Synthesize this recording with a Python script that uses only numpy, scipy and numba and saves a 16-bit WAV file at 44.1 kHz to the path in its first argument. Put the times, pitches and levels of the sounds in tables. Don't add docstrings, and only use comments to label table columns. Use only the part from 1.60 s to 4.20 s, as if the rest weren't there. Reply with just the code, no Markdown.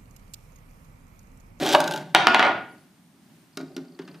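import sys
import numpy as np
from scipy import signal
from scipy.fft import rfft, irfft, next_fast_len
from scipy.io import wavfile
from scipy.ndimage import map_coordinates
from numba import njit

SR = 44100
rng = np.random.default_rng(int(sys.argv[2]) if len(sys.argv) > 2 else 0)


def put_to_file(sound):
    columns = np.atleast_2d(sound).T
    safe = np.clip(columns, -1, 1)
    whole_steps = np.round(safe * 32767)
    wavfile.write(sys.argv[1], SR, whole_steps.astype(np.int16))


def gain_from_decibels(decibels):
    exponent = np.asarray(decibels, float) / 20
    return 10 ** exponent


N = 114660

# frequency in Hz, level in dB, t60 in seconds.
HOLLOW_MODES = [(236, -1.5, 0.12), (275, 10.5, 0.089), (312, -0.5, 0.099), (348.2, 8.5, .09),
                (396, 7.5, 0.081)]


def unit(x):
    return x / np.sqrt(np.mean(x ** 2) + 1e-20)


def along(points, hz):
    f, v = np.transpose(points)
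    return np.interp(np.log(hz + 1), np.log(f + 1), v)


def filtered(x, response):
    m = next_fast_len(x.shape[-1] + 8192)
    spectrum = rfft(x, m) * response(np.fft.rfftfreq(m, 1 / SR))
    return irfft(spectrum, m)[..., :x.shape[-1]]


def band(f, centre_hz, width_hz):
    return 1j * f * width_hz / (centre_hz ** 2 - f * f + 1j * f * width_hz)


def wobble(rate):
    knots = rng.standard_normal(int(N * rate / SR) + 4)
    return map_coordinates(knots, [np.arange(N) * rate / SR])


def fader(rows):
    s, db = np.transpose(rows)
    return gain_from_decibels(np.interp(np.arange(N) / SR, s, db, left=-120, right=-120))


def ring(modes, scatter_db, tilt_db=0, rise=0.0026, rough=0):
    longest = np.array(modes)[:, 2].max()
    t = np.arange(int(SR * min(.25, longest + .01))) / SR
    hz, db, t60 = np.transpose(modes)[:, :, None]
    level_luck, phase = rng.standard_normal((2, len(modes), 1))
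    level_db = db + scatter_db * level_luck + tilt_db * np.log2(hz / 1000) - 60 * t / t60
    drift = 0
    if rough:
        steps = rng.standard_normal((len(modes), len(t)))
        drift = rough * np.cumsum(steps, 1) / np.sqrt(SR / 100)
    partials = gain_from_decibels(level_db) * np.sin(2 * np.pi * (hz * t + phase + drift / 4))
    return partials.sum(0) * (1 - np.exp(-t / rise)) / np.sqrt(len(modes))


def crowd(rows, count):
    hz, db, t60 = np.transpose(rows)
    place = (np.arange(count) + rng.random(count)) / count
    f = hz[0] * (hz[-1] / hz[0]) ** place
    level_db = along(np.transpose([hz, db]), f) + 3 * np.log2(f / 1000)
    return np.transpose([f, level_db, along(np.transpose([hz, t60]), f)])


def add(track, s, sound):
    track[round(s * SR):][:len(sound)] += sound


def space(dry, wet_db):
    # frequency in Hz, t60 in seconds.
    decay = [(150, 0.83), (300, 0.59), (600, 0.42), (2000, 0.47), (5000, 0.4), (12000, 0.24)]
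    # frequency in Hz, level in dB.
    colour = [(100, 7.5), (250, 3.5), (500, 4.5), (2000, 2), (4000, 1), (7000, -1), (12000, -3)]
    # frequency in Hz, side over mid in dB.
    tail_width = [(100, -16.5), (400, -27.5), (1200, -9), (5000, -8), (12000, -10)]
    # frequency in Hz, side over mid in dB.
    direct_width = [(60, -12.5), (300, -35), (1200, -11.5), (5000, -16.5), (12000, -12.5)]
    hz, t, z = signal.stft(rng.standard_normal((2, int(.8 * SR))), SR, nperseg=256)
    colour_db = along(colour, hz) + np.array([0 * hz, along(tail_width, hz)])
    fading_db = colour_db[..., None] - 60 * t / along(decay, hz)[:, None]
    tail = signal.istft(z * gain_from_decibels(fading_db), SR, nperseg=256)[1]
    tail = gain_from_decibels(wet_db) * tail / np.linalg.norm(tail[0])
    delayed = np.pad(dry, (300, 0))[None]
    mid, side = signal.fftconvolve(delayed, tail, axes=1)[:, :N]
    side = side + filtered(dry, lambda f: -1j * gain_from_decibels(along(direct_width, f)))
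    return np.array([dry + mid + side, dry + mid - side])


def air():
    # frequency in Hz, level in dB per Hz.
    spectrum = [(30, 0), (90, -6), (165, 0), (250, -4.5), (420, -19.5), (1200, -24.5), (8700, -34.5),
                (15500, -36.5)]
    # frequency in Hz, left-right likeness from 0 to 1.
    likeness = [(60, 1), (380, 0.9), (2380, 0.35), (15000, 0.27)]

    def mid_side(f):
        angle = np.arccos(np.clip(along(likeness, f), -1, 1)) / 2
        return gain_from_decibels(along(spectrum, f)) * [np.cos(angle), np.sin(angle)]

    mid, side = filtered(rng.standard_normal((2, N)), mid_side)
    whine_hz, whine_db, air_db = 8880, -78, -51.5
    whine = gain_from_decibels(whine_db + 2.6 * wobble(53)) * np.sin(2 * np.pi * whine_hz * np.arange(N) / SR)
    return gain_from_decibels(air_db + 0.66 * wobble(6.3)) * unit(np.array([mid + side, mid - side])) + whine


def squeak():
    # time in seconds, pitch in Hz, level in dB.
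    arch = [
        (1.04, 9700, -90),
        (1.09, 10300, -74),
        (1.171, 10930, -73),
        (1.24, 10200, -72),
        (1.28, 9700, -90),
    ]
    t = np.arange(N) / SR
    s, hz, db = np.transpose(arch)
    pitch = np.interp(t, s, hz) * (1 + 0.0054 * wobble(150))
    level_db = np.interp(t, s, db, left=-140, right=-140) + 4.2 * wobble(70.2)
    return gain_from_decibels(level_db) * np.sin(2 * np.pi * np.cumsum(pitch) / SR)


def insect():
    # time in seconds, peak level in dB.
    chirps = [(1.111, -59), (1.181, -59), (1.2118, -64), (1.933, -56), (1.953, -58), (2.082, -55),
              (2.117, -56.5), (2.148, -50), (2.222, -59.5), (2.25, -57), (2.282, -52), (2.3216, -59),
              (2.3498, -50), (2.4156, -50), (2.4528, -54), (2.485, -52), (2.5136, -50.5), (2.5537, -57),
              (2.586, -59)]
    centre_hz, low_hz, low_db, length_s, trim_db = 4620, 1200, -8, .011, -6
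    out = np.zeros(N + SR)
    t = np.arange(round(length_s * SR)) / SR
    tones = np.append(centre_hz * np.array([.94, .98, 1.02, 1.06]), low_hz)[:, None]
    tone_db = np.array([-3, -3, -3, -3, low_db])[:, None]
    for s, db in chirps:
        hz = tones * (1 + .02 * rng.standard_normal((5, 1)))
        size = gain_from_decibels(tone_db + 3 * rng.standard_normal((5, 1)))
        voice = (size * np.sin(2 * np.pi * (hz * t + rng.random((5, 1))))).sum(0)
        add(out, s - length_s / 3, gain_from_decibels(db + trim_db) * np.hanning(len(t)) * voice)
    return out[:N]


def hand_sets():
    # time in seconds, peak in dB, brightness in dB, edge tilt in dB per octave.
    contacts = [(1.9720, -29, -4, 1), (1.9926, -45, -7, 1), (2.001, -37.5, 0.5, -6), (2.0110, -43, -3, 0.5),
                (2.028, -32, -36, 2), (2.1650, -31, -8.5, 2), (2.1780, -33, -12, -2.5),
                (2.25, -47.5, -8, -3)]
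    # frequency in Hz, level in dB, t60 in seconds.
    edge = [(486.4, -2.5, 0.1), (1410, 2, 0.082), (2160, 0, 0.042), (3480, 3, 0.026), (4700, 3, 0.029),
            (6500, 2, 0.018), (8950, -5.5, 0.015), (14770, -15, 0.02)]
    # frequency in Hz, level in dB, t60 in seconds.
    plank = [(617, 4, 0.085), (1213, -5.5, 0.15), (1430, 1.5, 0.12), (1760, -18, 0.042), (2186, -5, 0.07),
             (3830, -3, .04), (4680, 2, 0.033)]
    out = np.zeros(N + SR)
    for s, db, bright_db, tilt_db in contacts:
        add(out, s, gain_from_decibels(db) * ring(HOLLOW_MODES, 2.6, rise=0.0014))
        add(out, s, gain_from_decibels(db + bright_db) * ring(crowd(edge, count=80), 2.3, tilt_db, rise=0.00052))
        add(out, s, gain_from_decibels(db + bright_db) * ring(plank, 0.7, rise=0.002, rough=0.49))
    return out[:N]


def hand_nudges():
    # time in seconds, thud in dB, scuff in dB, scuff tilt in dB per octave.
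    touches = [(2.3897, -50.5, -42.5, 3), (2.3950, -38, -47, -5.5), (2.419, -51.5, -49, 2),
               (2.4765, -52, -43, 2), (2.485, -48, -52.5, 3), (2.5425, -52.5, -46.5, 1),
               (2.55, -52.5, -51, -1.5)]
    # frequency in Hz, level in dB, t60 in seconds.
    scuff = [(701.5, 3.5, 0.13), (1210, 1.5, .12), (1705, 2, 0.1), (2250, 0, 0.051), (2840, -2.5, .08),
             (4560, -10, 0.052), (5700, -9, 0.033), (9000, -23, .02), (14000, -28, .015)]
    out = np.zeros(N + SR)
    for s, thud_db, scuff_db, tilt_db in touches:
        add(out, s, gain_from_decibels(thud_db) * ring(HOLLOW_MODES, 3.3, rise=0.00083))
        add(out, s, gain_from_decibels(scuff_db) * ring(crowd(scuff, count=60), 2.1, tilt_db, rise=0.00076))
    return out[:N]


def body(f):
    # frequency in Hz, width in Hz, level in dB.
    resonances = [(156, 20, 9.5), (225, 40, -9), (325, 150, 12), (425, 70, -7.5), (550, 20, 3),
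                  (790, 45, 5.5), (1480, 83, -17.5), (2640, 900, -19), (3670, 400, -22.5)]
    return sum((-1) ** k * gain_from_decibels(db) * band(f, hz, width_hz)
               for k, (hz, width_hz, db) in enumerate(resonances))


def rolling():
    # time in seconds, rumble in dB, grit in dB.
    roll = [(0.0, -23.5, -38.5), (0.04, -22, -35), (0.088, -28, -29), (0.125, -25, -29.5),
            (0.16, -25, -30.5), (0.18, -28.5, -43), (0.206, -27.5, -44), (0.248, -34, -50.5),
            (0.34, -32, -54.5), (0.4, -37.5, -52.5), (0.44, -49, -63.5), (0.53, -59, -65)]
    # frequency in Hz, level in dB per Hz.
    grit_colour = [(880, -30), (1500, -2), (1950, -9), (3510, 0.5), (8050, -18), (10300, -29), (15500, -36)]
    # time in seconds, level in dB.
    finger_shift = [(1.97, -47.5), (2.012, -49), (2.133, -47), (2.251, -47.5), (2.358, -59), (2.47, -48.5),
                    (2.6, -55)]
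    # time in seconds, level in dB.
    bench = [
        [(0, -41.5), (.2, -43), (.4, -36), (.45, -42), (.53, -52)],
        [(1.97, -46), (2.37, -55), (2.41, -46), (2.52, -41), (2.6, -60)],
    ]
    s, rumble_db, grit_db = np.transpose(roll)
    force = rng.standard_normal((3, N)) * gain_from_decibels(2.16 * wobble(53) + 2.5 * wobble(250))
    grains = rng.standard_normal(N) * gain_from_decibels(1.8 * wobble(100) + 4.1 * wobble(400))
    rumble = filtered(force[0], body)
    grit = filtered(grains, lambda f: gain_from_decibels(along(grit_colour, f)))
    shift = filtered(force[1], lambda f: body(f) / (1 + 1j * f / 442) ** 2)
    drone = filtered(force[2], lambda f: band(f, 163, 29) ** 2)
    out = fader(np.transpose([s, rumble_db])) * unit(rumble)
    out += fader(np.transpose([s, grit_db])) * unit(grit)
    out += fader(finger_shift) * unit(shift)
    return out + sum(fader(rows) for rows in bench) * unit(drone)


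def rail_clicks():
    # time in seconds, peak in dB.
    clicks = [(.031, -25), (.063, -14.5), (.089, -14.5), (.094, -22.5), (.1, -21.5), (.108, -29),
              (0.117, -26), (0.125, -12.5), (.13, -15), (0.133, -15), (0.159, -18.5), (.203, -10),
              (0.214, -20.5), (.240, -21.5), (0.276, -16.5), (.310, -18), (0.321, -21.5), (0.337, -19.5),
              (0.36, -22), (0.375, -26.5)]
    # frequency in Hz, level in dB, t60 in seconds.
    steel = [(1992, -11.5, .02), (3200, -2, 0.039), (4160, -1, 0.018), (6560, -6, 0.02),
             (9000, -14.5, 0.026), (14920, -19, .02)]
    wood = [(1557, 4.5, 0.045), (1444, 0.5, 0.043), (867, 1, 0.061), (611.5, -5.5, .07)]  # Hz, dB, t60 s
    click_db, wood_db = -6, 3.5
    free_s, damped_db = .15, -6.5
    out = np.zeros(N + SR)
    for s, db in clicks:
        press_db = damped_db * (s < free_s)
        add(out, s, gain_from_decibels(db + click_db) * ring(crowd(steel, count=80), 6.0, rise=0.00074))
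        add(out, s, gain_from_decibels(db + click_db + wood_db + press_db) * ring(wood, 2.7, rise=0.0029))
    return out[:N]


def stop_knocks():
    # time in seconds, peak in dB, clack tilt in dB per octave.
    knocks = [(0.1405, -3.5, -4.5), (0.1477, 6.5, 2), (.1505, 5.5, -3), (.165, -10.5, -6),
              (.183, -13.5, -6.5), (.222, -21.5, -7.5), (.232, -18.5, -10)]
    # frequency in Hz, level in dB, t60 in seconds.
    lasting = [(312, -5.5, .2), (575.8, 0, 0.14), (621.6, 2, 0.2), (765, -3, 0.18), (870, -1.5, 0.053),
               (1070, -5, .06), (1484, -3, .1), (1637, 6, 0.04), (3740, -15, 0.25)]
    # frequency in Hz, level in dB, t60 in seconds.
    clack = [(401, -12, 0.013), (740, 7, 0.03), (1500, -3.5, 0.019), (3000, -8.5, 0.023),
             (4500, -10.5, 0.012), (6000, -27, .01), (12460, -30.5, .015)]
    out = np.zeros(N + SR)
    for s, db, tilt_db in knocks:
        add(out, s, gain_from_decibels(db - 12) * ring(lasting, 2.3, rise=0.0035, rough=.9))
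        add(out, s, gain_from_decibels(db) * ring(crowd(clack, count=40), 5.1, tilt_db))
    return out[:N]


def table_bounces():
    # time in seconds, peak in dB.
    bounces = [(.5487, 4.5), (.6700, 2), (.7455, 0), (.7945, -1.5), (.8270, -4), (.8500, -8),
               (.8660, -11.5), (.8780, -14.5), (.8890, -29), (.8990, -25)]
    # frequency in Hz, level in dB, t60 in seconds.
    clack = [(260.7, -10.5, 0.026), (425, 0, 0.012), (620, 0.5, 0.021), (783, 5.5, 0.023),
             (1427, 2.5, .018), (2800, 1.5, 0.019), (4140, -3, 0.011), (6700, -19.5, 0.012),
             (14050, -37, 0.012)]
    # frequency in Hz, level in dB, t60 in seconds.
    hum = [(1444, -10.5, 0.13), (748, -10, .12), (954, -12, 0.05), (1917, -15.5, .1)]
    # delay in seconds, level in dB.
    echoes = [(0.0045, -7), (0.0092, -5.5), (0.016, -8)]
    out = np.zeros((2, N))
    for k, (s, db) in enumerate(bounces):
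        one = np.zeros(N)
        modes = crowd(clack, count=110)
        tilt_db = -0.47 * k
        add(one, s, gain_from_decibels(db) * ring(modes, 1.5, tilt_db, rise=.0001 + 0.0001 * k))
        hum_db = db + min(k, 4)
        add(one, s, gain_from_decibels(hum_db) * ring(hum, 0.82, rise=0.0026, rough=0.31))
        pulse_s, pulse_db = .00004 + .00002 * k, db + 2.5 - 0.5 * k
        u = np.arange(400) / SR / pulse_s
        add(one, s, -gain_from_decibels(pulse_db) * u * u * (3 - u) * np.exp(-u))
        for delay, echo_db in echoes:
            echo = ring(crowd(clack, count=60), 2.4, tilt_db - 3, rise=0.00022)
            add(one, s + delay, gain_from_decibels(db + echo_db) * echo)
        if k == 0:
            add(one, .5432, gain_from_decibels(-20) * ring(modes, 2.5, -2.5, rise=0.0016))
        out += space(one, wet_db=-6.5)
    return out


def scene():
    near = insect() + hand_sets() + hand_nudges() + rolling() + rail_clicks() + stop_knocks()
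    return air() + squeak() + space(near, wet_db=-13) + table_bounces()


@njit
def follow(power, up, down):
    out, level = np.empty_like(power), power[0]
    for i in range(len(power)):
        level += (up if power[i] > level else down) * (power[i] - level)
        out[i] = level
    return out


def top_cut(x):
    return signal.sosfilt(signal.butter(12, 15730, fs=SR, output="sos"), x)


def record(dry):
    low_hz, top_hz = 97.7, 15050
    dry = filtered(dry, lambda f: (1j * f / (low_hz + 1j * f)) ** 4 / (1 + (f / top_hz) ** 90))
    dry = filtered(dry, lambda f: 1 - 0.98 * band(f, 493, 83))
    knee_db, squeeze, grip_s, let_go_s = -12.5, 0.96, 0.014, 0.063
    power = follow((dry ** 2).mean(0), 1 / (grip_s * SR + 1), 1 / (let_go_s * SR + 1))
    over_db = np.maximum(10 * np.log10(power + 1e-12) - knee_db, 0)
    x = dry * gain_from_decibels(-squeeze * over_db)
    x = x / (1 + np.abs(x / .95) ** 4) ** (1 / 4)
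    return top_cut(x)


dry = scene()
out = record(dry)
put_to_file(out)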